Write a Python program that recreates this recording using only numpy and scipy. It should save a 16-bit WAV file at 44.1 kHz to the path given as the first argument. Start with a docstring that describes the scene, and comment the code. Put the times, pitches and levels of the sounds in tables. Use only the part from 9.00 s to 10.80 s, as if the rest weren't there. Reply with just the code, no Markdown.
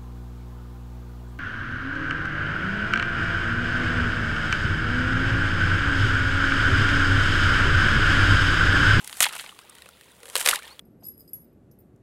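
"""Outdoors at a shallow muddy puddle, fingers press through thin ice close to the microphone.
The sheet ticks under load, snaps and crunches; a second push breaks it in a run of cracks.
Each crack is a snap with a trail of micro-fractures, and the air pocket under the sheet rings along.
Fine crackle follows the pressure of the hand, shards ping, and the stirred water drips and bubbles.
Behind it lies a quiet wash of air with a distant hum."""
import sys
import numpy as np
from scipy import signal
from scipy.fft import rfft, irfft
from scipy.io import wavfile

SR = 44100
rng = np.random.default_rng(int(sys.argv[2]) if len(sys.argv) > 2 else 0)


def log_audio(samples):
    """Write samples as a 16-bit WAV file to the path given in sys.argv[1]."""
    # one column per channel
    frames = np.atleast_2d(samples).T
    # limit to full scale, then quantise
    limited = np.clip(frames, -1, 1)
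    pcm = np.round(limited * 32767).astype(np.int16)
    wavfile.write(sys.argv[1], SR, pcm)


N = 79380
SECOND_PUSH_S = 0.8  # from here on a larger, loosened slab sounds lower
# crackle of the ice under the fingers: t/s, low level/dB, mid level/dB, high level/dB
FINGER_CRACKLE = [(0, -57.5, -53.5, -51), (.1, -58, -52.5, -48), (.19, -48, -48.5, -42.5),
                  (.29, -55, -40, -41), (0.32, -45, -46.5, -53.5), (.36, -40, -40.5, -42),
                  (0.378, -61, -47.5, -45), (.405, -64, -42.5, -44), (.45, -53.5, -47.5, -49.5),
                  (.51, -67.5, -57.5, -55.5), (.7, -61.5, -59, -63.5), (.77, -64, -57.5, -58.5),
                  (.94, -68, -61.5, -63), (1.09, -70, -60, -60), (1.18, -62.5, -66.5, -62.5),
                  (1.27, -60, -56.5, -52), (1.35, -50.5, -50, -47.5), (1.372, -49, -42, -41),
                  (1.41, -52, -37, -33), (1.443, -48, -42, -39), (1.469, -29, -38, -35),
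                  (1.507, -37, -41, -27.5), (1.53, -52, -31.5, -36.5), (1.565, -50, -42, -43.5),
                  (1.61, -60, -52.5, -56), (1.655, -59, -47.5, -54), (1.711, -62, -54, -56),
                  (1.8, -66, -68, -68)]


def amp(db):
    """Decibels to gain."""
    return 10 ** (np.asarray(db) / 20)


def unit(x):
    """Scales to rms 1."""
    return x / np.sqrt(np.mean(x ** 2) + 1e-20)


def value_at(points, hz):
    """Reads a curve along a log-frequency axis."""
    f, value = np.transpose(points)
    return np.interp(np.log(hz + 1), np.log(f + 1), value)


def add(mix, s, sound):
    """Mixes a sound in at time s."""
    part = mix[max(round(s * SR), 0):][:len(sound)]
    part += sound[:len(part)]


def band(x, lo_hz, hi_hz, order=2):
    """Causal band-pass."""
    edges_hz = [lo_hz, min(hi_hz, SR / 2 - 1000)]
    return signal.sosfilt(signal.butter(order, edges_hz, "band", fs=SR, output="sos"), x)


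def equalise(x, points):
    """Zero-phase EQ through points of f/Hz, level/dB."""
    gain = amp(value_at(points, np.fft.rfftfreq(2 * N, 1 / SR)))
    return irfft(rfft(x, 2 * N) * gain)[:N]


def ice_bands(loosened, slab_low_hz=500):
    """The low, mid and high band the ice sounds in; a loosened slab reaches further down."""
    # firm sheet: lower edge/Hz, upper edge/Hz, 1/e decay/s
    firm_bands = [(728, 1553, 0.0026), (1667, 4050, 0.0024), (6140, 12000, 0.0019)]
    low, *upper = firm_bands
    return [(slab_low_hz, *low[1:]) if loosened else low, *upper]


def fracture(s, run_s, levels_db, snap_height=5.9, spread_db=5.5, size=1500, min_energy=176):
    """One sharp snap, then micro-fractures while the crack runs; the low band dies last."""
    t = np.arange(size) / SR
    noise = rng.standard_normal(size)
    grain_db = spread_db * np.repeat(rng.standard_normal(size // 10), 10)
    grains = unit(noise * amp(grain_db))
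    out = np.zeros(size)
    for (lo, hi, decay_s), db in zip(ice_bands(loosened=s > SECOND_PUSH_S), levels_db):
        envelope = np.exp(-np.maximum(t - run_s, 0) / decay_s)
        drive = grains * envelope
        drive[0] = snap_height
        ring = band(drive, lo, hi, order=3)
        energy = max(min_energy, np.sum(envelope ** 2))  # the longest runs carry more energy
        out += amp(db) * ring * np.sqrt(energy / np.sum(ring ** 2))
    return out


def cracks(tick_run_s=0.00027):
    """The sheet ticks under load and breaks in bigger fractures."""
    # fractures of the sheet: t/s, run time/s, low level/dB, mid level/dB, high level/dB
    breaks = [(.2052, 0.00043, -47, -16.5, -11.5), (0.2068, 0.0029, -32, -20, -26),
              (.2283, 0.00053, -52, -31, -15.5), (0.2386, 0.0028, -39, -16.5, -25),
              (.2431, 0.00076, -51, -18, -24), (.2452, 0.0004, -42, -22, -30),
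              (0.2551, 0.00051, -23, -32, -27.5), (.2582, 0.0013, -30, -30, -31),
              (0.2653, .001, -32, -24, -39), (1.3546, 0.0019, -21, -19, -19),
              (1.3641, 0.0012, -27.5, -22.5, -21.5), (1.3756, .001, -42, -37, -28),
              (1.3772, .0005, -57, -33, -30), (1.382, 0.00043, -42, -40, -26), (1.398, .001, -40, -34, -27),
              (1.4059, 0.00045, -39, -34, -23), (1.4116, 0.0011, -34.5, -26.5, -27),
              (1.427, .001, -43, -38, -32), (1.4484, .001, -50, -35, -35), (1.4542, 0.0037, -37, -30, -25),
              (1.46, 0.0034, -25.5, -15.5, -16.5), (1.471, 0.0015, -37, -48, -27),
              (1.4745, 0.00067, -20, -17.5, -18), (1.4821, 0.003, -35, -35, -37),
              (1.4875, .0001, -36, -14.5, -17), (1.4886, .0001, -33, -16.5, -19),
              (1.4916, 0.0032, -24.5, -21.5, -14.5), (1.5003, 0.0047, -40, -28, -29),
              (1.509, 0.0013, -34, -28, -23), (1.5127, 0.00067, -34.5, -19.5, -25.5),
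              (1.5379, 0.00034, -41, -35, -25.5), (1.5452, 0.0028, -43, -38, -28.5),
              (1.5467, 0.0016, -49, -47, -39), (1.5576, 0.00059, -47, -26.5, -25)]
    # ticks of strained ice and loose shards: t/s, low level/dB, mid level/dB, high level/dB
    ticks = [(0.045, -48, -44, -36), (0.0755, -51, -38.5, -30.5), (0.0959, -43.5, -38.5, -41),
             (0.128, -38.5, -34, -38), (0.1705, -52, -45, -37), (.1732, -63, -54, -40),
             (.287, -70, -56, -35), (0.3263, -37, -43, -37), (.3328, -52, -37.5, -39),
             (0.3529, -33.5, -48, -33.5), (0.3636, -36, -38, -36.5), (.3905, -48, -38, -41),
             (.3961, -41, -30.5, -42), (.411, -42, -54, -41), (.4415, -37.5, -47, -53),
             (0.4624, -57, -38, -56), (0.492, -44, -43.5, -50), (.5176, -51, -51, -65),
             (.5899, -43.5, -42.5, -45), (0.6965, -59, -57, -44.5), (0.752, -58, -48, -46.5),
             (.7844, -57, -48.5, -50), (.821, -62, -43, -46), (0.8586, -68, -48, -51),
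             (.8614, -46, -64, -64), (.8892, -48.5, -50.5, -45), (1.0111, -54, -46.5, -49),
             (1.2033, -60, -62, -53), (1.2318, -49.5, -44.5, -44), (1.2559, -49, -44, -41.5),
             (1.2817, -48.5, -48, -48), (1.2887, -70, -50, -43), (1.2996, -59, -42.5, -38),
             (1.59, -50, -40, -43), (1.6233, -56, -43.5, -58), (1.632, -56, -46, -46),
             (1.679, -57, -45, -47), (1.7935, -49.5, -47, -42.5)]
    out = np.zeros(N)
    for s, run_s, *levels_db in breaks:
        add(out, s, fracture(s, run_s, levels_db))
    for s, *levels_db in ticks:
        add(out, s, fracture(s, tick_run_s, levels_db))
    return out


def crackle(curve, per_s, spread_db):
    """A dense rain of tiny fractures of uneven size and colour, riding a three-band level curve."""
    times, *levels_db = np.transpose(curve)
    t, out = np.arange(N) / SR, np.zeros(N)
    onsets = rng.random(N) < per_s / SR
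    clicks = onsets * amp(spread_db * np.minimum(rng.exponential(1, N), 4))
    for firm, loose, db in zip(ice_bands(loosened=False), ice_bands(loosened=True), levels_db):
        drive = clicks * rng.standard_normal(N)
        firm_grains = unit(band(drive, *firm[:2], order=3))
        loose_grains = unit(band(drive, *loose[:2], order=3))
        grains = np.where(t > SECOND_PUSH_S, loose_grains, firm_grains)
        out += grains * amp(np.interp(t, times, db, left=-120, right=-120))
    return out


def crunch():
    """The sheet crumbles after the first snap in a short, thick burst of crackle."""
    # crumbling ice: t/s, low level/dB, mid level/dB, high level/dB
    crumble = [(.206, -39, -60, -60), (.21, -14, -34, -19), (.217, -39, -32, -26), (.221, -34, -22, -18.5),
               (.229, -23, -20.5, -17), (.236, -33.5, -21, -17.5), (.245, -33, -33, -32),
               (.251, -54, -34, -39), (.262, -34, -28, -36), (.275, -54, -41, -54), (.285, -67, -62, -60)]
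    return crackle(crumble, per_s=14000, spread_db=4.5)


def air_pocket(ice):
    """The hollow under the sheet rings with the ice, most of all as it opens in the second push."""
    # swell of the ring: t/s, relative level/dB
    swell = [(1.15, -18), (1.24, 5), (1.32, -2), (1.35, -24), (1.42, -18), (1.48, -8), (1.56, -7),
             (1.66, -11), (1.75, -27)]
    # resonances of the hollow: f/Hz, width/Hz, relative level/dB
    modes = [(496, 64, 4), (760, 23, 2.5)]
    times, swell_db = np.transpose(swell)
    ring = np.zeros(N)
    for hz, width_hz, db in modes:
        ring += amp(db) * signal.lfilter(*signal.iirpeak(hz, hz / width_hz, SR), ice)
    return 2 * ring * amp(np.interp(np.arange(N) / SR, times, swell_db))


def pings(size=3000):
    """Each loose shard or drop rings one dying tone."""
    # shards and drops: t/s, f/Hz, t60/s, level/dB
    rings = [(0.2075, 1000, 0.015, -17.5), (0.5912, 1100, 0.022, -45), (0.5891, 4730, 0.022, -48),
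             (0.699, 8370, 0.0085, -33), (.6974, 9300, .01, -41), (.821, 1860, 0.03, -40),
             (0.823, 4320, .014, -48), (.8588, 580, .04, -47), (0.8624, 2620, .018, -38),
             (.8892, 560, 0.056, -55), (1.4746, 720, 0.016, -23.5), (1.623, 2270, 0.02, -30.5),
             (1.678, 3300, 0.01, -33), (1.7935, 3380, 0.014, -27.5)]
    t, out = np.arange(size) / SR, np.zeros(N)
    for s, hz, t60, db in rings:
        add(out, s, amp(db - 60 * t / t60) * np.sin(2 * np.pi * hz * t))
    return out


def droplets(per_s=330, pitches=30, decay_cycles=8.4, rise=0.0774, gain_db=2, spread_db=4):
    """Tiny drops and bubbles blip upward in pitch, following the crackle that stirs the water."""
    times, _, stir_db, _ = np.transpose(FINGER_CRACKLE)
    t, out = np.arange(1200) / SR, np.zeros(N)
    for hz in np.geomspace(798, 11490, pitches):
        age = hz * t / decay_cycles
        rising_hz = hz * (1 + rise * np.minimum(age, 2))
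        blip = np.exp(-age) * np.sin(2 * np.pi * np.cumsum(rising_hz) / SR)
        onsets = rng.random(N) < per_s / pitches / SR
        strengths = amp(spread_db * np.minimum(rng.exponential(1, N), 2))
        out += signal.oaconvolve(onsets * strengths, blip)[:N]
    return out * amp(gain_db + np.interp(np.arange(N) / SR, times, stir_db))


def glides(rows, skew):
    """Short tones that glide in pitch; a skew below 1 puts the crest early."""
    out = np.zeros(N)
    for s, length_s, start_hz, end_hz, db in rows:
        progress = np.linspace(0, 1, int(length_s * SR))
        cycles = np.cumsum(start_hz + (end_hz - start_hz) * progress) / SR
        envelope = np.sin(np.pi * progress ** skew)
        add(out, s, amp(db) * np.sqrt(2) * envelope * np.sin(2 * np.pi * cycles))
    return out


def bubbles():
    """Air freed under the ice: each bubble is a chirp with a quick attack."""
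    # bubbles: t/s, length/s, start f/Hz, end f/Hz, level/dB
    chirps = [(.2655, 0.0057, 917, 850, -21), (.2465, 0.012, 3060, 3670, -30),
              (.2695, .007, 3050, 3660, -32), (.3335, 0.0041, 2770, 2850, -39),
              (.4925, 0.0044, 3180, 2840, -35), (.5015, 0.0044, 3400, 3660, -46),
              (.525, 0.0046, 1260, 1020, -40.5), (.8888, 0.0037, 1330, 1460, -40),
              (1.3925, 0.0092, 1620, 1700, -33), (1.5302, 0.0087, 980, 1860, -16.5),
              (1.559, 0.0063, 1530, 2110, -30.5), (1.567, 0.012, 940, 736, -35.5),
              (1.58, 0.027, 860, 1820, -40.5), (1.634, 0.019, 1785, 1830, -44.5),
              (1.694, .007, 2250, 2470, -55)]
    return glides(chirps, skew=0.67)


def whistles():
    """Faint, high whistles that swell and slide."""
    # whistles: t/s, length/s, start f/Hz, end f/Hz, level/dB
    slides = [(.925, 0.024, 4150, 3150, -57.5), (1.105, 0.031, 4010, 3200, -58.5),
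              (1.694, 0.044, 4020, 4620, -49)]
    return glides(slides, skew=1.1)


def shoves():
    """A soft, low puff of noise as the hand shoves slab and water down."""
    # pushes of the hand: t/s, length/s, level/dB
    pushes = [(0.204, 0.066, -43.5), (1.455, 0.079, -61)]
    out = np.zeros(N)
    for s, length_s, db in pushes:
        rumble = unit(band(rng.standard_normal(N), lo_hz=110, hi_hz=524, order=1))
        window = np.hanning(int(length_s * SR))
        add(out, s, amp(db) * window * rumble[:len(window)])
    return out


def reflections(x, level_db=-18, size=12000):
    """A short, weak tail scattered back from the ground and the arm."""
    decay = [(300, 0.2), (2000, 0.059), (8000, 0.066), (15000, 0.035)]  # f/Hz, t60/s
    hz, t, noise = signal.stft(rng.standard_normal(size), SR, nperseg=256)
    fade = amp(-60 * t / value_at(decay, hz)[:, None])
    tail = signal.istft(noise * fade, SR)[1]
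    return amp(level_db) * signal.fftconvolve(x, tail / np.linalg.norm(tail))[:N]


def outdoor_air(wash_db=-58.5, hum_hz=70.6, hum_db=-70.5):
    """A quiet wash of noise with a distant, wavering hum."""
    # spectrum of still air: f/Hz, relative level/dB
    spectrum = [(20, -20), (45, -13), (72, -5.5), (100, -3), (170, -0.5), (300, -2.5), (600, -5),
                (1500, -20), (3500, -11), (5500, -24.5), (10000, -24.5), (16000, -25)]
    hum = unit(band(rng.standard_normal(N), hum_hz - 4, hum_hz + 4))
    wash = unit(equalise(rng.standard_normal(N), spectrum))
    return amp(wash_db) * wash + amp(hum_db) * hum


def scene():
    """Ice and water up close, outdoor air behind, in mono."""
    ice = cracks() + crunch() + crackle(FINGER_CRACKLE, per_s=5000, spread_db=3.5)
    near = ice + air_pocket(ice) + pings() + droplets() + bubbles() + whistles()
    return (near + reflections(near) + shoves() + outdoor_air())[None]


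def record(dry):
    """The microphone colours the sound, clips at full scale and loses the very top."""
    # tone of the microphone: f/Hz, level/dB
    mic_tone = [(100, -1), (300, -1.5), (450, 1.5), (800, -4.5), (1400, -2), (2200, -2), (3400, -1.5),
                (5000, 0), (6500, -4.5), (9000, -0.5), (12000, -3), (15500, 5.5)]
    clipped = np.clip(equalise(dry[0], mic_tone), -1, 1)
    low_pass = signal.firwin(511, cutoff=15900, window=("kaiser", 9), fs=SR)
    return signal.oaconvolve(clipped, low_pass, "same")[None]


dry = scene()
out = record(dry)
log_audio(out)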